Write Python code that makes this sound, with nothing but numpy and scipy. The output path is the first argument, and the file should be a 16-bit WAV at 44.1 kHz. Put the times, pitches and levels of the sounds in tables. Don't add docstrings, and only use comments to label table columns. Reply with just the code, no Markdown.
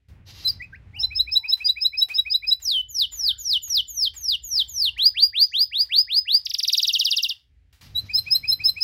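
import sys
import numpy as np
from scipy import signal
from scipy.fft import rfft, irfft
from scipy.io import wavfile
from scipy.ndimage import uniform_filter1d

SR = 44100
rng = np.random.default_rng(int(sys.argv[2]) if len(sys.argv) > 2 else 0)


def generate_wav(sig):
    pcm = np.round(np.clip(np.atleast_2d(sig).T, -1, 1) * 32767).astype(np.int16)
    wavfile.write(sys.argv[1], SR, pcm)


N = 389403
TIME = np.arange(N) / SR

# time in seconds, level in dB.
RUMBLE_LEVEL = [(.1, -61), (1.2, -45), (1.45, -58.5), (2.85, -57.5), (3.15, -52.5), (3.45, -53.5),
                (3.8, -54), (5, -51), (5.2, -59), (7.4, -66), (7.55, -57.5)]


def from_db(db):
    return 10 ** (np.asarray(db) / 20)


def gain_at(points, hz):
    known_hz, db = np.transpose(points)
    return from_db(np.interp(np.log(hz + 1), np.log(known_hz), db))


def curve_at(rows, when):
    s, *columns = np.transpose(rows)
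    return [np.interp(when, s, column) for column in columns]


def add(out, s, sound):
    start = max(round(s * SR), 0)
    out[start:start + len(sound)] += sound[:max(N - start, 0)]


def drift(rate, size):
    knots = np.arange(size) / SR * rate
    return np.interp(knots, np.arange(size), rng.standard_normal(size))


def noise(colour):
    hz = np.fft.rfftfreq(N, 1 / SR)
    spectrum = rfft(rng.standard_normal(N)) * gain_at(colour, hz) * (hz > 20)
    x = irfft(spectrum, N)
    return x / np.std(x)


def rush(gain, colour, flutter_db, flutter_rate):
    return gain * from_db(flutter_db * drift(flutter_rate, N)) * noise(colour)


def swells(rows, sag_db_per_s, release_db_per_s):
    out = np.zeros(N)
    for s, rise_s, length, level_db in rows:
        age = np.maximum(TIME - s, 0)
        fade_db = sag_db_per_s * age + release_db_per_s * np.maximum(age - length, 0)
        burst = np.minimum(age / rise_s, 1) * from_db(level_db - fade_db)
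        out = np.maximum(out, burst)
    return out


def progress(length):
    return np.linspace(0, 1, int(length * SR))


def bump(along, at, width):
    return np.exp(-((along - at) / width) ** 2)


def glide(pitches, length):
    along = progress(length)
    hz = np.interp(along, np.linspace(0, 1, len(pitches)), pitches)
    return uniform_filter1d(hz, size=len(hz) // 8, mode="nearest")


def rumble():
    # frequency in Hz, strength in dB per Hz.
    rumble_colour = [(25, -30.5), (40, -15.5), (55, 5), (85, -1.5), (130, -13), (190, -26), (400, -36.5),
                     (650, -38.5), (1100, -45.5), (2000, -34.5), (15000, -63.5)]
    level = from_db(curve_at(RUMBLE_LEVEL, TIME)[0])
    return rush(level, rumble_colour, flutter_db=.5, flutter_rate=10)


def hum():
    # frequency in Hz, level in dB relative to the rumble.
    hum_lines = [(82, -18.5), (272, -23.5), (410, -28)]
    lines = np.zeros(N)
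    for hz, db in hum_lines:
        wavering_hz = hz + 3 * drift(9.8, N)
        lines += from_db(db) * np.sin(2 * np.pi * np.cumsum(wavering_hz) / SR)
    return from_db(curve_at(RUMBLE_LEVEL, TIME)[0]) * lines


def deep_noise():
    # start in seconds, rise in seconds, length in seconds, level in dB.
    deep_bursts = [(.08, 0.014, 0.91, -45.5), (7.8, 0.031, 0.92, -46)]
    # frequency in Hz, strength in dB per Hz.
    deep_colour = [(25, -12.5), (55, -3.5), (90, 6), (170, -9), (400, -26), (1000, -31), (2500, -32),
                   (8000, -72)]
    level = swells(deep_bursts, sag_db_per_s=5.5, release_db_per_s=55.0)
    return rush(level, deep_colour, flutter_db=2, flutter_rate=20)


def far_calls(waver=.11):
    # start in seconds, length in seconds, level in dB, start pitch in Hz, end pitch in Hz.
    call_rows = [(0.918, 0.19, -59, 790, 880), (1.288, 0.34, -62, 842, 1028), (1.98, 0.23, -65, 820, 693),
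                 (3.152, 0.28, -58, 1560, 1500), (3.174, 0.13, -64, 837, 770),
                 (3.379, 0.22, -47, 5600, 5250), (4.55, 0.55, -71.5, 930, 1006),
                 (5.417, 0.21, -55.5, 5950, 5770)]
    out = np.zeros(N)
    for s, length, level_db, start_hz, end_hz in call_rows:
        size = int(length * SR)
        hz = np.linspace(start_hz, end_hz, size) * (1 + waver * drift(280, size))
        tone = np.sin(2 * np.pi * np.cumsum(hz) / SR)
        add(out, s, from_db(level_db) * np.sqrt(np.hanning(size)) * tone)
    return out


def hissy_noise():
    # start in seconds, rise in seconds, length in seconds, level in dB.
    hiss_bursts = [(.25, 0.082, 0.2, -47.5), (7.808, 0.011, 0.024, -51.5), (7.9, .03, .93, -59)]
    # frequency in Hz, strength in dB per Hz.
    hiss_colour = [(400, -10), (1500, -13), (4500, 0.5), (6200, -8.0), (8500, -26.5),
                   (12500, -16.5), (15500, -32.5)]
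    level = swells(hiss_bursts, sag_db_per_s=2.5, release_db_per_s=119.5)
    return rush(level, hiss_colour, flutter_db=3.5, flutter_rate=45)


def ticks(t60=0.37):
    # time in seconds, level in dB.
    touch_rows = [(0.085, -64), (1.572, -51.5), (2.086, -45.5), (2.599, -55), (3.121, -52.5),
                  (3.676, -52.5), (4.138, -51), (4.562, -50.5), (4.978, -48), (5.825, -55.5), (6.334, -53),
                  (6.821, -54.5), (7.289, -57), (7.727, -58.5), (7.811, -51)]
    # frequency in Hz, strength in dB per Hz.
    touch_colour = [(250, -11), (700, -6), (2200, 1), (4500, 0), (8000, -9.5), (15000, -11)]
    touches = np.zeros(N)
    for s, level_db in touch_rows:
        add(touches, s, from_db([level_db]))
    kept_each_sample = from_db(-60 / (t60 * SR))
    shiver = signal.lfilter([1], [1, -kept_each_sample], touches + 1e-18)
    return shiver * noise(touch_colour)


def whistle(hz, level_db, attack, release, overtone_db, waver=0.0071, rasp_db=-40, hiss_db=-40):
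    # frequency in Hz, gain in dB.
    throat = [(1400, 2.5), (2000, -10), (2500, -9.5), (3100, -4), (3650, -1), (4200, -1.5), (4850, -1),
              (5450, -3.5), (5850, -6), (6300, -21.5), (6900, -14), (8000, -11.5), (10300, -7),
              (12000, 0.5), (14500, 0), (15500, -4.5)]
    size = len(hz)
    along = np.linspace(0, 1, size)
    shortest = .004 * SR / size
    opening = np.sin(np.pi / 2 * np.minimum(along / max(attack, shortest), 1))
    closing = np.sin(np.pi / 2 * np.minimum((1 - along) / max(release, shortest), 1))
    swell = (opening * closing) ** 2
    swell = swell * from_db(1.1 * drift(110, size))
    hz = hz * (1 + waver * drift(150, size) + .006 * drift(60, size))
    phase = 2 * np.pi * np.cumsum(hz) / SR + from_db(rasp_db) * drift(3600, size)
    tone = gain_at(throat, hz) * np.sin(phase)
    drive = np.minimum(hz / 3600, 1) ** 3
    for k, db in [(2, -16), (3, -18), (4, -29)]:
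        shimmer_db = 5 * drift(180, size)
        strength = drive * from_db(db + overtone_db + shimmer_db)
        audible = k * hz < SR / 2
        tone += strength * gain_at(throat, k * hz) * audible * np.sin(k * phase)
    bright_noise = np.diff(np.diff(rng.standard_normal(size + 2))) / 2
    hiss = from_db(hiss_db) * gain_at(throat, hz) * bright_noise
    return from_db(level_db) * swell * (tone + hiss)


def chirps(gain_db=-5.0):
    # start in seconds, length in seconds, level in dB before gain_db is added,
    # pitch in Hz at the start, one third, two thirds and the end.
    chirp_rows = [(0.443, 0.046, -11.5, 4030, 4100, 3930, 4250),
                  (0.47, 0.04, -13.5, 4550, 5250, 4830, 4550),
                  (0.592, 0.059, -19.5, 2023, 1920, 2520, 2557),
                  (0.722, 0.043, -28.5, 1626, 1540, 2050, 2740), (0.928, 0.07, -26, 1845, 2400, 3020, 2730),
                  (7.944, 0.059, -14, 3840, 3880, 3950, 4170)]
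    out = np.zeros(N)
    for s, length, level_db, *pitches in chirp_rows:
        note = whistle(glide(pitches, length), level_db + gain_db, attack=0.4, release=0.092,
                       overtone_db=-7.5)
        add(out, s, note)
    return out


def scoop(pitch_hz, length, depth, settle, hook):
    along = progress(length)
    flat = np.maximum(1 - along / settle, 0) ** 2 * (1 + .1 * rng.standard_normal())
    flat = flat - flat[len(flat) // 2:].mean()
    end_hook = (hook + .02 * rng.standard_normal()) * along ** 4
    return pitch_hz * (1 + end_hook - depth * flat)


def tour():
    # start of the high note in seconds, its level in dB, its pitch in Hz.
    syllables = [(0.984, -15, 5362), (1.144, -17, 5300), (1.308, -14, 5353), (1.474, -16.5, 5274),
                 (1.638, -11, 5044), (1.8, -16.5, 5240), (1.966, -13, 5336), (2.133, -17, 5200),
                 (2.292, -15.5, 5117), (2.463, -14, 5205), (8.128, -11, 5197), (8.299, -10, 5233),
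                 (8.47, -11, 5170), (8.633, -9, 5220), (8.8, -12, 5304)]
    # time in seconds, low note level in dB before its trim,
    # middle note level in dB before its push, middle note pitch in Hz,
    # end hook of the high note as a share of its pitch, overtones in dB before each note's trim.
    trend = [(.98, -36, -18.5, 4075, -.06, -4.5), (1.15, -9.5, -17, 3979, -0.069, -2.5),
             (2.46, -9.5, -17.5, 3949, -0.051, -3), (8.13, -11, -18, 4124, 0.016, 6)]
    low_hz, low_s, high_s, mid_s = 2540, 0.048, 0.053, 0.037
    low_lead_s, mid_lag_s = 0.046, 0.041
    out = np.zeros(N)
    for s, high_db, high_hz in syllables:
        low_db, mid_db, mid_hz, hook, bright_db = curve_at(trend, s)
        low = scoop(low_hz, low_s, depth=.26, settle=.75, hook=0)
        high = scoop(high_hz, high_s, depth=0.13, settle=0.718, hook=hook)
        mid = scoop(mid_hz, mid_s, depth=.11, settle=.7, hook=0)
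        link = glide([low[-1], low[-1], mid[0]], mid_lag_s + .01)
        push_db = 8 * bump(progress(mid_s), at=.58, width=.2)
        uneven_low_db = low_db - 4.5 + 1.2 * rng.standard_normal()
        add(out, s - low_lead_s, whistle(low, uneven_low_db, attack=0.81, release=0.34,
                                         overtone_db=bright_db - 13.5, rasp_db=-27.5))
        add(out, s - .005, whistle(link, -50, attack=.1, release=.1, overtone_db=-20))
        add(out, s, whistle(high, high_db, attack=.62, release=.42,
                            overtone_db=bright_db - 14, rasp_db=-38, hiss_db=-43))
        add(out, s + mid_lag_s, whistle(mid, mid_db + push_db, attack=.35, release=.25,
                                        overtone_db=bright_db - 9, rasp_db=-30))
    return out


def falls(gain_db=-3, push_db=5, uneven_db=1.26):
    # start in seconds, length in seconds, level in dB before gain_db and the push,
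    # time to the knee in seconds, pitch at the knee in Hz, end pitch in Hz.
    fall_rows = [(2.608, 0.21, -14.5, 0.089, 4450, 3017), (2.879, 0.18, -17.5, 0.12, 4760, 2910),
                 (3.105, .217, -16.5, .17, 4480, 2900), (3.372, 0.21, -15, 0.14, 4780, 2878),
                 (3.613, 0.2, -14, 0.14, 5060, 2885), (3.865, .22, -16, .168, 4900, 2917),
                 (4.142, .22, -16.5, .16, 4710, 2770), (4.419, 0.21, -16, 0.16, 4660, 2896),
                 (4.67, 0.23, -15.5, 0.18, 4096, 2745)]
    top_hz, bow, drop_s = 7343, 1.174, 0.038
    out = np.zeros(N)
    for s, length, level_db, knee_s, knee_hz, end_hz in fall_rows:
        along = progress(length)
        t = along * length
        rest_s = length - knee_s
        sink = (top_hz - knee_hz) * (1 - np.minimum(t / knee_s, 1) ** bow)
        drop = (knee_hz - end_hz) * np.clip((length - t) / rest_s, 0, 1) ** (rest_s / drop_s)
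        hz = uniform_filter1d(end_hz + sink + drop, size=300, mode="nearest")
        hz = hz * (1 + .012 * drift(65, len(t)))
        effort_db = level_db + gain_db + push_db * bump(along, at=1.0, width=0.38)
        effort_db += uneven_db * drift(52.2, len(t))
        add(out, s, whistle(hz, effort_db, attack=0.2, release=0.034, overtone_db=-10.5, hiss_db=-43.5))
    return out


def rises(gain_db=-1, push_db=7):
    # start in seconds, level in dB before gain_db and the push,
    # pitch in Hz after one, two, three and four quarters.
    rise_rows = [(4.959, -15, 3090, 4020, 4800, 5114), (5.139, -15.5, 2834, 4390, 4884, 4870),
                 (5.323, -14, 2920, 4130, 4832, 4974), (5.512, -16.5, 3110, 3950, 4880, 5050),
                 (5.705, -17, 3080, 4040, 4814, 4953), (5.887, -15.5, 2735, 4130, 4880, 5130),
                 (6.068, -17.5, 2790, 4090, 4936, 5033), (6.248, -16.5, 2860, 4040, 4800, 5096)]
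    start_hz, length_s = 1455, 0.14
    out = np.zeros(N)
    along = progress(length_s)
    for s, level_db, *pitches in rise_rows:
        hz = glide([start_hz, *pitches], length_s)
        effort_db = level_db + gain_db + push_db * bump(along, at=0.85, width=0.25)
        effort_db += 2.1 * drift(90, len(along))
        add(out, s, whistle(hz, effort_db, attack=0.36, release=0.16, overtone_db=-12.0, hiss_db=-47.5))
    return out


def trill(gain_db=-2.9):
    # start in seconds, length in seconds, level in dB before gain_db and the humps below.
    sweeps = [(6.449, 0.025, -20), (6.49, 0.031, -23), (6.534, 0.021, -15.5), (6.579, 0.031, -17.5),
              (6.624, 0.033, -15), (6.671, 0.035, -13.5), (6.719, 0.038, -13), (6.765, 0.043, -14),
              (6.814, 0.046, -15), (6.866, 0.049, -14), (6.924, 0.054, -13), (6.984, 0.051, -13.5),
              (7.037, 0.061, -15), (7.099, 0.053, -14), (7.156, 0.057, -15.5), (7.22, 0.052, -15.5),
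              (7.282, 0.047, -20)]
    # time in seconds, pitch in Hz after each fifth of a sweep.
    shape = [(6.58, 6110, 5300, 4620, 3310, 1580), (6.625, 6040, 4750, 4080, 3580, 1850),
             (6.815, 6310, 4940, 4000, 3607, 2350), (6.865, 5910, 4500, 3380, 2925, 2570),
             (7.1, 5810, 4090, 3224, 2804, 2730)]
    top_hz = 7000
    out = np.zeros(N)
    for s, length, level_db in sweeps:
        hz = glide([top_hz, *curve_at(shape, s)], length)
        crest_db = 5 * bump(hz, at=4950, width=790)
        break_db = -7 * bump(hz, at=4200, width=190)
        second_db = 3 * bump(hz, at=3420, width=460)
        effort_db = level_db + gain_db + crest_db + break_db + second_db
        add(out, s, whistle(hz, effort_db, attack=0.085, release=0.11, overtone_db=-7, waver=0.015,
                            hiss_db=-33))
    return out


def canary():
    return chirps() + tour() + falls() + rises() + trill()


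def room(x):
    # delay in seconds, level in dB.
    echo_rows = [(.00102, -15.5), (.00213, -17), (.00254, -14), (.00445, -20), (.0096, -22)]
    t = TIME[:SR]
    room_t60_s, room_db, build_s = 0.27, -20, 0.0065
    tail = rng.standard_normal(SR) * from_db(-60 * t / room_t60_s) * (1 - np.exp(-t / build_s))
    scatter_db, scatter_peak_s = -17, 0.011
    scatter = rng.standard_normal(SR) * t * np.exp(-t / scatter_peak_s)
    bounce = from_db(room_db) * tail / np.linalg.norm(tail)
    bounce += from_db(scatter_db) * scatter / np.linalg.norm(scatter)
    bounce = signal.sosfilt(signal.butter(2, 7000, fs=SR, output="sos"), bounce)
    for delay, level_db in echo_rows:
        bounce[round(delay * SR)] += from_db(level_db)
    sheen_db, sheen_t60_s = -6, 0.11
    sheen = rng.standard_normal(SR) * from_db(-60 * t / sheen_t60_s)
    sheen *= from_db(sheen_db) / np.linalg.norm(sheen)
    bounce += signal.sosfilt(signal.butter(4, 8500, "high", fs=SR, output="sos"), sheen)
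    return x + signal.fftconvolve(x, bounce)[:N]


def scene():
    in_room = room(canary() + hissy_noise() + ticks() + far_calls())
    return (in_room + deep_noise() + rumble() + hum())[None]


def record(dry):
    steep_cut = signal.ellip(12, .1, 80, 15800, fs=SR, output="sos")
    return signal.sosfilt(steep_cut, dry)


dry = scene()
out = record(dry)
generate_wav(out)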